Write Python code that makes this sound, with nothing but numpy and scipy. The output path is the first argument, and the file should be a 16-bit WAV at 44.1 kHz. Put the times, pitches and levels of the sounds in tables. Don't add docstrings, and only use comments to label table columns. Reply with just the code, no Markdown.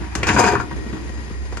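import sys
import numpy as np
from scipy import signal
from scipy.fft import rfft, irfft, next_fast_len
from scipy.io import wavfile

SR = 44100
rng = np.random.default_rng(int(sys.argv[2]) if len(sys.argv) > 2 else 0)


def generate_wav(sig):
    pcm = np.round(np.clip(np.atleast_2d(sig).T, -1, 1) * 32767).astype(np.int16)
    wavfile.write(sys.argv[1], SR, pcm)


N = 70560
TIME = np.arange(N) / SR

# start in seconds, decay in seconds, share landing on steel from 0 to 1,
# then thud, body, knock, crack and grit in dB per octave.
STONE_HITS = [(.152, 0.0055, 0.1, -20, -34, -23, -26, -20), (.23, 0.01, .05, -23.5, -27, -24, -16, -30),
              (.269, 0.022, 0.04, -36, -23.5, -23.5, -23, -25),
              (0.288, 0.016, 0, -17, -25, -20.5, -12.5, -32.5),
              (0.344, 0.007, 0.07, -14, -13.5, -38, -39, -48),
              (0.363, 0.0079, 0.95, -14.5, -27, -12.5, -20.5, -44),
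              (.392, 0.011, 1.0, -20, -15.5, -13.5, -36, -15.5),
              (.438, 0.021, 0.97, -39, -19, -20, -20, -33), (0.463, 0.011, 0.87, -29, -21, -19.5, -29, -27),
              (0.533, 0.011, 0.97, -26, -18.5, -29, -28.5, -39),
              (.551, 0.012, 0, -18, -64, -13, -30.5, -41), (0.598, 0.011, .2, -23.5, -54, -18.5, -35, -50),
              (.71, 0.0074, 0.3, -41, -40, -32.5, -39, -50),
              (1.304, 0.008, 0.15, -27, -29.5, -54, -74, -61),
              (1.523, 0.017, 0, -37.5, -33, -38.5, -42, -45),
              (1.57, 0.0055, 0, -31.5, -33.5, -30.5, -32, -33)]
HIT_BANDS_HZ = [130, 420, 1250, 2500, 6500]
# pitch in Hz, width in Hz, relative level in dB.
BUCKET_MODES = [(217.4, 12.4, -13.5), (403.7, 18.7, -5.5), (427.5, 13, -11.5), (506.5, 28, -12.5),
                (728, 7.9, -8), (888, 9.6, -14.5), (949.5, 21.5, -2), (1217, 18, -13), (1396, 54, -15),
                (1551, 36, -10), (1924, 36, -34), (2454, 25, -11.5), (4926, 170, -6.5), (6380, 48, -7),
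                (7460, 41, -11.5)]
ROCK_MODES = [(1096, 22, -15), (1750, 13, -10.5), (2360, 28, -11), (2485, 27, -14.5)]
# time in seconds, then low grind, mid rasp and high grit in dB.
SCRAPE_ENVELOPE = [(.14, -62, -44.5, -58), (0.169, -25, -47, -39), (.22, -32, -49, -64),
                   (0.278, -22.5, -18.5, -31), (.352, -22.5, -29.5, -31.5), (.4, -20, -23, -36),
                   (0.483, -25.5, -23, -31), (0.559, -23, -32.5, -58.5), (.62, -36, -41.5, -47),
                   (.67, -42, -63, -72), (.76, -43.5, -60, -58)]
# frequency in Hz, relative dB per octave.
GRIND_TONE = [(40, -37.5), (75, 0.5), (115, 5), (160, -22.5), (250, 2), (420, -2.5), (600, -21.5),
              (1000, -47.5)]
RASP_TONE = [(400, -36), (700, -0.5), (1000, -2.5), (1600, 1), (2500, 3), (3500, -21), (6000, -51)]
GRIT_TONE = [(2000, -24), (3600, -2), (5000, -8), (7000, 9), (8500, -7.5), (10500, -1.5), (12000, -57),
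             (15000, -34)]
CLOD_TONE = [(50, -22.5), (110, -1), (200, 1), (330, 0), (480, -18.5), (1000, -10.5), (3000, -14.5),
             (10000, -43)]
# start in seconds, level in dB.
CLOD_FALLS = [(.008, -32), (0.063, -36), (0.151, -25.5), (0.173, -29.5), (.195, -26.5), (0.574, -27),
              (.628, -34.5), (0.724, -36), (0.786, -37.5), (.86, -33), (0.927, -28.5), (.962, -32.5),
              (1.088, -36.5), (1.173, -33.5), (1.228, -39)]
# frequency in Hz, gain in dB.
HOLLOWS_EQ = [(130, 0), (160, -5.5), (210, 0.5), (520, -2), (620, -4.5), (710, 0), (790, -1.5), (930, 0),
              (1190, 2), (1280, -6), (1400, 3), (2000, -2), (2130, -3), (2300, -0.5)]
# frequency in Hz, left minus right in dB, side against mid in dB.
BUCKET_IMAGE = [(100, 1, -19), (223, 3.5, -21), (400, 0.5, -28), (744, 5.5, -13.5), (1390, 5, -6.5),
                (2560, 0.5, -10), (3900, 2.5, -2.5), (4630, 9, 1), (6960, 8.5, -7), (11400, -8, -3.5)]
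ENGINE_IMAGE = [(30, 0.5, -0.5), (106, -0.5, 6), (330, -1.5, -4), (880, 3, -2.5), (1850, 6, 4.5),
                (5000, 5.5, -3.5), (9700, 0.5, -4)]
# time in seconds, level in dB.
FIRING_ENVELOPE = [(0, -31), (.15, -32), (.45, -35.5), (.62, -48), (.7, -32), (.86, -34.5), (.92, -36),
                   (1.01, -37), (1.08, -34.5), (1.35, -30), (1.6, -33.5)]
DRONE_ENVELOPE = [(0, -33.5), (.12, -46.5), (.7, -38.5), (.86, -35.5), (.97, -32.5), (1.04, -37.5),
                  (1.3, -48), (1.6, -60)]
# frequency in Hz, relative gain in dB.
RUMBLE_EQ = [(25, -10), (40, -8), (60, 3.5), (90, -1), (120, -6.5), (170, -6.5), (250, -12), (340, -12),
             (480, -27.5), (700, -20), (950, -20.5), (1300, -25), (1900, -23), (3200, -30), (5000, -31),
             (8000, -41), (10800, -32), (12000, -77.5), (15000, -49)]
# pitch in Hz, width in Hz, level in dB.
HYDRAULIC_WHINES = [(1000, 23, -55.5), (1884, 14, -53), (2435, 40, -62), (4980, 110, -59.5),
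                    (6510, 80, -61)]

HIT_ATTACK_S, HIT_HOLD_S, HIT_RING_DB = 0.00071, 0.003, -14
HIT_BASS_DB, HIT_DIP_DB, HIT_TOP_DB = -23.5, -8, -10.5
CRUMBS_PER_S, CRUMB_SPREAD_DB = 5000, 1
SCRAPE_DB, GRAINS_PER_S, GRAIN_SPREAD_DB = -1, 3500, 3
JUDDER_DB, JUDDER_HZ = 3, 45.04
STEEL_BITES_S, GLANCING_DB = 0.362, -6.5
CLOD_ATTACK_S, CLOD_DECAY_S = 0.0046, 0.015
TRENCH_DB, TRENCH_T60_S = -8.5, 0.2
FIRING_HZ, FIRING_SIDE_GAIN = 63.3, 0.49
RUMBLE_DB, CLATTER_DEPTH = -37, 0.13
DRONE_HZ, DRONE_WIDTH_HZ = 321, 39
LEFT_LEAD_S, CUTOFF_HZ = 0.00007, 15300


def stone_hits():
    on_rock, on_steel = 0, 0
    hz = [45, *HIT_BANDS_HZ[:4], 3800, HIT_BANDS_HZ[4], 10500, 12500]
    for start, decay_s, steel_share, thud, body, knock, crack, grit in STONE_HITS:
        age = TIME - start
        force = np.clip(age / HIT_ATTACK_S, 0, 1) * np.exp(-np.maximum(age - HIT_HOLD_S, 0) / decay_s)
        shower = unit_power(grains(CRUMBS_PER_S, CRUMB_SPREAD_DB) * force) * rms(force)
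        dip = (crack + grit) / 2 + HIT_DIP_DB
        db = [thud + HIT_BASS_DB, thud, body, knock, crack, dip,
              grit, grit + HIT_TOP_DB, grit + 2 * HIT_TOP_DB]
        hit = per_octave(shower, hz, np.array(db))
        on_rock += (1 - steel_share) * hit
        on_steel += steel_share * hit
    ringing = 0
    for hits, modes in ((on_steel, BUCKET_MODES), (on_rock, ROCK_MODES)):
        for mode_hz, width_hz, db in modes:
            ringing += from_db(HIT_RING_DB + db) * resonate(hits, mode_hz, width_hz)
    return on_rock + on_steel + ringing


def bucket_scrape():
    times, *levels = np.transpose(SCRAPE_ENVELOPE)
    judder_db = JUDDER_DB * drift(JUDDER_HZ)
    layers = [(GRIND_TONE, 0, 600), (RASP_TONE, 600, 3000), (GRIT_TONE, 3000, SR)]
    out = 0
    for level_db, (tone, low_hz, high_hz) in zip(levels, layers):
        force = from_db(np.interp(TIME, times, level_db) + judder_db)
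        texture = per_octave(grains(GRAINS_PER_S, GRAIN_SPREAD_DB), *np.transpose(tone))
        out += from_db(SCRAPE_DB) * force * unit_power(texture)
        bite = from_db(GLANCING_DB * (TIME < STEEL_BITES_S))
        drive = force * bite * grains(GRAINS_PER_S, GRAIN_SPREAD_DB)
        for hz, width_hz, db in BUCKET_MODES:
            if low_hz <= hz < high_hz:
                out += from_db(db) * rms(force) * unit_power(resonate(drive, hz, width_hz))
    return out


def clods():
    force = 0
    for start, db in CLOD_FALLS:
        attack = np.clip((TIME - start) / CLOD_ATTACK_S, 0, 1)
        decay = np.exp(-np.maximum(TIME - start - CLOD_ATTACK_S, 0) / CLOD_DECAY_S)
        force += from_db(db) * attack * decay
    return per_octave(force * grains(CRUMBS_PER_S, CRUMB_SPREAD_DB), *np.transpose(CLOD_TONE))


def trench(x):
    age = TIME[:SR // 3]
    scatter = rng.standard_normal((2, len(age))) * from_db(-60 * age / TRENCH_T60_S) * (age > 0.006)
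    scatter /= np.sqrt(np.sum(scatter ** 2, axis=1, keepdims=True))
    return x + from_db(TRENCH_DB) * signal.fftconvolve(x, scatter, axes=1)[:, :N]


def diesel():
    phase = 2 * np.pi * FIRING_HZ * TIME + 0.31 * drift(3.57)
    firing_db = np.interp(TIME, *np.transpose(FIRING_ENVELOPE))
    mid = np.sin(phase) * from_db(firing_db + drift(7.44))
    side = FIRING_SIDE_GAIN * np.cos(phase) * from_db(firing_db + drift(7))
    firing = np.sqrt(2) * np.array([mid, side])
    clatter = rng.standard_normal((2, N)) * (1 + CLATTER_DEPTH * np.sin(phase)) * from_db(drift(18))
    rumble = from_db(RUMBLE_DB) * unit_power(colour(clatter, *np.transpose(RUMBLE_EQ)))
    drone_db = np.interp(TIME, *np.transpose(DRONE_ENVELOPE))
    drone = from_db(drone_db) * pitched_noise(DRONE_HZ, DRONE_WIDTH_HZ)
    return firing + rumble + drone


def hydraulics():
    return sum(from_db(db) * pitched_noise(hz, width_hz) for hz, width_hz, db in HYDRAULIC_WHINES)


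def from_db(db):
    return 10 ** (np.asarray(db) / 20)


def rms(x):
    return np.sqrt(np.mean(x ** 2) + 1e-20)


def unit_power(x):
    return x / rms(x)


def colour(x, hz, db):
    size = next_fast_len(N + SR // 4, True) // 2 * 2
    bins_hz = np.maximum(np.arange(size // 2 + 1) * SR / size, 1)
    gain = from_db(np.interp(np.log(bins_hz), np.log(hz), db))
    cepstrum = irfft(np.log(gain))
    cepstrum[1:size // 2] *= 2
    cepstrum[size // 2 + 1:] = 0
    return irfft(rfft(x, size) * np.exp(rfft(cepstrum)))[..., :N]


def per_octave(x, hz, db):
    return colour(x, hz, db + 10 * np.log10(SR / np.sqrt(2) / np.asarray(hz)))


def drift(rate_hz):
    knots = rng.standard_normal(2000)
    return unit_power(np.interp(TIME * 2 * rate_hz, np.arange(len(knots)), knots))


def resonate(x, hz, width_hz):
    radius = np.exp(-np.pi * width_hz / SR)
    feedforward = np.sqrt((1 - radius ** 2) / 2) * np.array([1, 0, -1])
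    feedback = [1, -2 * radius * np.cos(2 * np.pi * hz / SR), radius ** 2]
    return signal.lfilter(feedforward, feedback, x + 1e-18)


def pitched_noise(hz, width_hz):
    return unit_power(resonate(rng.standard_normal((2, N)), hz, width_hz))


def grains(per_s, spread_db):
    sizes = from_db(spread_db * np.minimum(rng.exponential(1, (2, N)), 4))
    clicks = rng.random((2, N)) < per_s / SR
    return unit_power(clicks * sizes * rng.choice([-1, 1], (2, N)))


def place(pair, image):
    hz, balance_db, side_db = np.transpose(image)
    mid, side = pair[0], colour(pair[1], hz, side_db)
    centre_db = 20 * np.log10((from_db(balance_db / 2) + from_db(-balance_db / 2)) / 2)
    left = colour(mid + side, hz, balance_db / 2 - centre_db)
    right = colour(mid - side, hz, -balance_db / 2 - centre_db)
    return np.array([left, right])


def scene():
    digging = colour(stone_hits() + bucket_scrape() + clods(), *np.transpose(HOLLOWS_EQ))
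    foreground = trench(place(digging, BUCKET_IMAGE))
    bed = place(diesel() + hydraulics(), ENGINE_IMAGE)
    left, right = foreground + bed
    return np.array([left, np.interp(TIME - LEFT_LEAD_S, TIME, right)])


def record(dry):
    dull = colour(dry, hz=[10500, 11800, 14000], db=[0, -10, -4])
    rounded = 1.4 * np.tanh(dull / 1.4)
    low_pass = signal.ellip(10, 0.2, 70, CUTOFF_HZ, fs=SR, output="sos")
    return signal.sosfiltfilt(low_pass, rounded)


dry = scene()
out = record(dry)
generate_wav(out)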